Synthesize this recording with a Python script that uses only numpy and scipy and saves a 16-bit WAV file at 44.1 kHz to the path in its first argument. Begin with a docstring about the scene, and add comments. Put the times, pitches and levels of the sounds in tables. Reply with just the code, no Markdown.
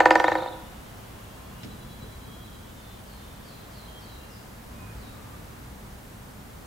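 """Under a tree in a grove: a woodpecker drums one quickening, fading roll on a wooden box high up.
Each stroke is a click of the bill, a buzz of the boards and a hollow knock; the surroundings echo it.
Small birds whistle, chirp, trill and twitter further off, over the rumble and rush of distant traffic.
The camera is nudged a few times and its microphone hisses."""
import sys
import numpy as np
from scipy import signal
from scipy.fft import rfft, irfft, next_fast_len
from scipy.io import wavfile
from scipy.ndimage import map_coordinates

SR = 44100
rng = np.random.default_rng(int(sys.argv[2]) if len(sys.argv) > 2 else 0)


def digitize_waveform(pressure):
    """Quantize a signal to 16-bit integers and store it at the path in sys.argv[1].

    Rows of a 2-D input are taken as channels; values are limited to [-1, 1].
    """
    field = np.atleast_2d(pressure).T
    bounded = np.clip(field, -1, 1)
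    quanta = np.round(bounded * 32767).astype(np.int16)
    wavfile.write(sys.argv[1], SR, quanta)


N = 293706


def amp(db):
    """Decibels to gain."""
    return 10 ** (np.asarray(db) / 20)


def unit(x):
    """Scale to rms 1."""
    return x / np.sqrt(np.mean(x ** 2) + 1e-20)


def fade(t, t60_s):
    """Exponential decay, 60 dB in t60_s."""
    return np.exp(-np.log(1000) * t / t60_s)


def progress(length_s):
    """0 to 1 over a note, one value per sample."""
    return np.linspace(0, 1, max(int(length_s * SR), 16))


def along(curve, hz):
    """Interpolate (freq_hz, value) rows on a log axis."""
    freq_hz, values = np.transpose(curve)
    return np.interp(np.log(hz + 1), np.log(freq_hz + 1), values)


def filtered(x, response):
    """Apply a frequency response."""
    size = x.shape[-1]
    padded = next_fast_len(size + SR // 4)
    return irfft(rfft(x, padded) * response(np.fft.rfftfreq(padded, 1 / SR)), padded)[..., :size]


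def add(track, start_s, sound):
    """Mix a sound into a track."""
    start = max(round(start_s * SR), 0)
    part = track[..., start:start + sound.shape[-1]]
    part += sound[..., :part.shape[-1]]


# box resonances: freq_hz, half_width_hz, gain_db
BOX_MODES = [(320.3, 5.3, 42.5), (350, 33, 28.5), (509.5, 20.2, 39.5), (603, 78, 28.5), (725, 6.8, 38),
             (796, 65, 36), (926, 41, 35), (971.7, 26.6, 38.5), (1185, 27, 24), (1292, 65, 24),
             (1482, 74, 29), (1807, 54, 36), (2106, 73, 24), (2500, 74, 10)]
def knock(size, hardness_hz, dispersion, scatter_db):
    """The box rings at its resonances; a soft blow lacks the high ones."""
    hz = np.fft.rfftfreq(size, 1 / SR)
    mode_hz, half_width_hz, gain_db = np.transpose(BOX_MODES)[:, :, None]
    heights = amp(gain_db + scatter_db * rng.standard_normal(mode_hz.shape))
    peaks = heights / (1 + ((hz - mode_hz) / half_width_hz) ** 2)
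    gain = np.sqrt(np.sum(peaks ** 2, axis=0) / (1 + (hz / hardness_hz) ** 4))
    # minimum phase: the ring follows the blow
    cepstrum = irfft(np.log(gain), size)
    ring = np.exp(rfft(cepstrum * (1 + np.sign(np.fft.fftfreq(size)))))
    # bending waves: delay_s = dispersion / sqrt(hz)
    return irfft(ring * np.exp(-4j * np.pi * dispersion * np.sqrt(hz)), size)


# bill-on-board spectrum: freq_hz, density_db
BILL_SPECTRUM = [(300, -38), (1000, 5), (2400, 3), (3300, -4), (4400, -3.5), (5600, -17.5), (7200, -11.5),
                 (8500, -23), (12000, -37), (16000, -50)]
def bill_strike(t, start_s, force_db):
    """The hard tip clicks and the boards buzz; along the roll the click holds, then falls fast."""
    hold_s, fall_db_per_s = 0.17, 160
    click_db = -16 - fall_db_per_s * max(start_s - hold_s, 0)
    click = amp(click_db) * fade(t, 0.01)
    buzz = amp(force_db - 24.5) * fade(t, 0.11)
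    attack = 1 - np.exp(-t / 0.00017)
    white = rng.standard_normal((2, len(t)))
    mid, side = unit(filtered(white, lambda hz: amp(along(BILL_SPECTRUM, hz))))
    return (mid + amp(-10) * np.array([side, -side])) * (click + buzz) * attack


# discrete reflections: delay_s, gain_db
REFLECTIONS = [(0.0112, -22.5), (0.033, -45), (0.089, -28), (0.106, -23.5), (.122, -23)]
def echoes(x):
    """The surroundings return delayed, low-passed copies."""
    def response(hz):
        copies = sum(amp(db) * np.exp(-2j * np.pi * hz * delay_s) for delay_s, db in REFLECTIONS)
        return copies / (1 + (hz / 3000) ** 2)
    return filtered(x, response)


# decay of the scatter: freq_hz, t60_s
GROVE_DECAY = [(300, 0.61), (550, 0.71), (900, 0.87), (2000, 0.71), (4500, 0.7), (10000, 0.25)]
def grove(x, side_db, build_s):
    """Scatter from trunks and branches builds up, then each frequency dies at its own rate."""
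    hz, t, spectra = signal.stft(rng.standard_normal((2, SR)), SR, nperseg=256)
    envelope = fade(t, along(GROVE_DECAY, hz)[:, None]) * (1 - np.exp(-t / build_s))
    mid, side = signal.istft(spectra * envelope, SR, nperseg=256)[1]
    tail = np.array([mid + amp(side_db) * side, mid - amp(side_db) * side])
    return signal.fftconvolve(x[None], tail / np.linalg.norm(tail[0]), axes=1)[:, :len(x)]


# strength of each stroke: force_db
STROKES = [1.5, -2.5, -1.5, -1.5, -4, -8.5, -6.5, -7, -10, -13, -18.5, -19, -20]
# what the surroundings send back, mostly lows: freq_hz, gain_db
RETURN_CURVE = [(320, 1), (520, 2), (1000, -3.5), (1400, 0), (1800, -6), (6000, -7)]
def woodpecker(first_s=-0.0545, first_gap_s=0.0571, gap_ratio=0.9397, slack_gap_s=0.037):
    """One roll on the box, quickening like a bouncing ball, with its echoes."""
    t = np.arange(SR // 4) / SR
    lead = SR // 4  # the roll starts just before time zero
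    direct = np.zeros((2, lead + N))
    gaps_s = first_gap_s * gap_ratio ** np.arange(len(STROKES) - 1)
    gaps_s[-2:] = slack_gap_s  # the bird lets go
    for start_s, force_db in zip(np.cumsum([first_s, *gaps_s]), STROKES):
        strike = bill_strike(t, start_s, force_db)
        hardness_hz = np.interp(force_db, [-18, -12, 0], [1000, 2500, 4500])
        ring = amp(force_db - 0.5) * knock(len(t), hardness_hz, dispersion=0.0851, scatter_db=0.8)
        add(direct, start_s + lead / SR, strike + ring)
    dull = filtered(direct.mean(axis=0), lambda hz: amp(along(RETURN_CURVE, hz)))
    scatter = amp(-10) * grove(dull, side_db=-7, build_s=0.0039)
    balance = amp([[-0.2], [0.2]])
    return (direct + echoes(dull) + scatter)[:, lead:] * balance


# left-right likeness of close microphones: freq_hz, coherence
STEREO_COHERENCE = [(60, 0.99), (130, 0.96), (290, 0.52), (640, 0.016), (1410, 0.055), (3100, 0.056),
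                    (6820, 0.51), (15000, 1)]
def noise(spectrum, size):
    """Shaped stereo noise of rms 1, partly alike in both channels."""
    def response(hz):
        angle = np.arccos(np.clip(along(STEREO_COHERENCE, hz), 0, 1)) / 2
        return amp(along(spectrum, hz)) * [np.cos(angle), np.sin(angle)]
    mid, side = filtered(rng.standard_normal((2, size)), response)
    return unit(np.array([mid + side, mid - side]))


# traffic rumble: freq_hz, density_db
RUMBLE_SPECTRUM = [(12, -41), (20, -9), (43, -2), (59, 3.5), (80, -4.5), (113, 0), (150, -6.5), (214, -4),
                   (264, -10), (400, -21), (520, -21), (880, -120)]
# tyre rush: freq_hz, density_db
TYRE_SPECTRUM = [(150, -25), (300, -3.5), (500, -2), (1000, -3.5), (1600, -7.5), (2500, -13.5),
                 (4000, -16.5), (8000, -26)]
# drift of the traffic, before the gains: time_s, rumble_db, tyre_db
TRAFFIC_DRIFT = [(0.9, -47.5, -50.5), (1.88, -46, -51.5), (2.63, -47.5, -52.5), (3.98, -48.5, -51),
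                 (4.49, -47.5, -52), (5.01, -45, -50.5), (6.23, -47, -52.5), (6.6, -47, -52.5)]
def traffic(rumble_gain_db=2, tyre_gain_db=3):
    """Distant traffic rumbles and its tyres rush, both drifting in level."""
    t = np.arange(N) / SR
    time_s, rumble_db, tyre_db = np.transpose(TRAFFIC_DRIFT)
    rumble = amp(np.interp(t, time_s, rumble_db) + rumble_gain_db) * noise(RUMBLE_SPECTRUM, N)
    tyres = amp(np.interp(t, time_s, tyre_db) + tyre_gain_db) * noise(TYRE_SPECTRUM, N)
    return rumble + tyres


# microphone self-noise: freq_hz, density_db
HISS_SPECTRUM = [(500, 10), (2500, 0), (4500, -1.5), (7000, 2), (11000, 0.5), (16000, -1.5)]
def hiss(level_db=-54.5):
    """The even hiss of the microphone."""
    return amp(level_db) * noise(HISS_SPECTRUM, N)


def whistle(pitch_hz, waver):
    """A bird's pure tone swells and fades along a pitch curve; waver is a share of the pitch."""
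    u = np.linspace(0, 1, len(pitch_hz))
    tremble = map_coordinates(rng.standard_normal(42), [u * 40])
    swell = 0.92 * np.abs(np.sin(np.pi * u)) ** 0.24
    return swell * np.sin(2 * np.pi * np.cumsum(pitch_hz * (1 + waver * tremble)) / SR)


def chorus(count, centre_hz=3187, base_db=-66.5, lull_start_s=4, lull_db=-16):
    """The furthest birds blur into a twitter of random short notes, then fall nearly silent."""
    track = np.zeros(N)
    for k, (jitter, detune, glide, accent) in enumerate(rng.standard_normal((count, 4))):
        start_s = (k + jitter / 2) / count * N / SR
        bend = 1 + 0.0394 * glide * (1 - progress(length_s=0.09)) ** 2
        pitch_hz = centre_hz * np.exp(0.1 * detune) * bend
        level_db = base_db + lull_db * (start_s > lull_start_s) + 2 * accent
        add(track, start_s, amp(level_db) * whistle(pitch_hz, waver=0.0256))
    return grove(track, side_db=-6.5, build_s=0.021)


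def held_note(length_s, pitch_hz, sag=0.008):
    """A whistle that sags very slightly through its pitch."""
    return whistle(pitch_hz * (1 + sag * (0.5 - progress(length_s))), waver=0.0048)


# held bird notes: start_s, length_s, pitch_hz, level_db
HELD_NOTES = [(.008, .054, 6300, -50.5), (0.17, 0.043, 5830, -44.5), (0.214, .116, 5750, -54),
              (1.099, 0.57, 1049, -57.5), (1.815, 0.19, 3340, -63), (2.241, .27, 3280, -60),
              (2.741, 0.22, 3570, -61.5), (3.106, 0.25, 3610, -60.5), (3.87, 0.126, 3210, -54.5),
              (4.153, 0.16, 2793, -59), (4.672, .14, 1016, -54.5), (4.75, .2, 2485, -56.5),
              (5.12, 0.23, 1200, -54.5)]
def held_whistles():
    """Birds near and far whistle single, almost level notes."""
    return [(start_s, level_db, held_note(length_s, pitch_hz))
            for start_s, length_s, pitch_hz, level_db in HELD_NOTES]


# a near songbird: start_s, length_s, lowest_hz, level_db
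CHIRP_NOTES = [(0.102, 0.027, 4650, -37), (.26, .022, 3610, -34), (.324, 0.0096, 3620, -38),
               (0.373, 0.011, 3740, -39), (0.401, 0.01644, 3580, -42), (0.425, .013, 3630, -39.5),
               (0.472, 0.016, 3600, -41), (0.522, 0.015, 3480, -45)]
def chirps(turn=0.28, rise=0.22):
    """Each chirp dips until the share `turn` of its length, then flicks upward."""
    notes = []
    for start_s, length_s, lowest_hz, level_db in CHIRP_NOTES:
        bend = 1 + rise * ((progress(length_s) - turn) / (1 - turn)) ** 2
        notes.append((start_s, level_db, whistle(lowest_hz * bend, waver=0.003)))
    return notes


def trill(count, start_s=1.585, gap_s=0.1048, middle_db=-56.5, edge_db=-2, uneven_db=2.5):
    """Evenly spaced pips on one pitch, uneven in level over a slight swell."""
    swell_db = middle_db + edge_db * np.linspace(-1, 1, count) ** 2
    levels_db = swell_db + uneven_db * rng.standard_normal(count)
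    return [(start_s + k * gap_s, level_db, held_note(length_s=0.04, pitch_hz=3970))
            for k, level_db in enumerate(levels_db)]


# dull thud: freq_hz, density_db
THUD_SPECTRUM = [(30, -24), (100, -4), (190, -3.5), (350, -11), (900, -39), (3000, -47)]
# brief scuff: freq_hz, density_db
SCUFF_SPECTRUM = [(400, -20), (2000, 0), (3500, 2), (5500, -3), (7500, -16), (15000, -25)]
# touches on the camera: start_s, thud_db, scuff_db
TOUCHES = [(1.633, -43, -40), (1.646, -34, -47), (1.733, -43, -58), (2.02, -38.5, -61), (2.279, -39.5, -63)]
def nudges():
    """Each touch on the camera thuds and scuffs."""
    track = np.zeros((2, N))
    t = np.arange(SR // 4) / SR
    attack = 1 - np.exp(-t / 0.0015)
    for start_s, thud_db, scuff_db in TOUCHES:
        thud = amp(thud_db) * noise(THUD_SPECTRUM, len(t)) * fade(t, 0.23) * attack
        scuff = amp(scuff_db) * noise(SCUFF_SPECTRUM, len(t)) * fade(t, 0.075)
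        add(track, start_s, thud + scuff)
    return track


# falling bird calls: start_s, length_s, settle_hz, level_db
SLUR_NOTES = [(2.78, .16, 3920, -60), (3.052, 0.15, 4000, -57), (3.426, 0.16, 3950, -54.5),
              (3.709, 0.15, 3955, -52.5), (3.988, 0.19, 3860, -53.5), (4.295, .08, 4730, -53),
              (4.972, .13, 3660, -55.5)]
def slurs(drop_hz=1500, settle_share=0.27, rasp=0.085):
    """Each call starts high and raspy, and clears as its pitch settles."""
    notes = []
    for start_s, length_s, settle_hz, level_db in SLUR_NOTES:
        slide = np.exp(-progress(length_s) / settle_share)
        call = whistle(settle_hz + drop_hz * slide, waver=rasp * np.sqrt(slide))
        notes.append((start_s, level_db, call))
    return notes


def through_trees(notes):
    """Mix (start_s, level_db, sound) bird notes; the fainter a note, the more arrives as scatter."""
    direct, scattered = np.zeros((2, N))
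    for start_s, level_db, sound in notes:
        wet = np.interp(level_db, [-54, -42], [0.8, 0.4])
        add(direct, start_s, (1.4 - wet) * amp(level_db) * sound)
        add(scattered, start_s, wet * amp(level_db) * sound)
    return direct + grove(scattered, side_db=-2.5, build_s=0.0027)


def scene():
    """Everything heard under the tree."""
    roll = woodpecker()
    songbirds = through_trees(chirps() + held_whistles() + trill(count=10) + slurs())
    return roll + songbirds + chorus(count=220) + nudges() + traffic() + hiss()


def record(dry):
    """The camera rounds off peaks near full scale and cuts everything above its band limit."""
    band_limit_hz = 15800
    rounded = dry / (1 + np.abs(dry) ** 10) ** (1 / 10)
    return filtered(rounded, lambda hz: hz < band_limit_hz)


dry = scene()
out = record(dry)
digitize_waveform(out)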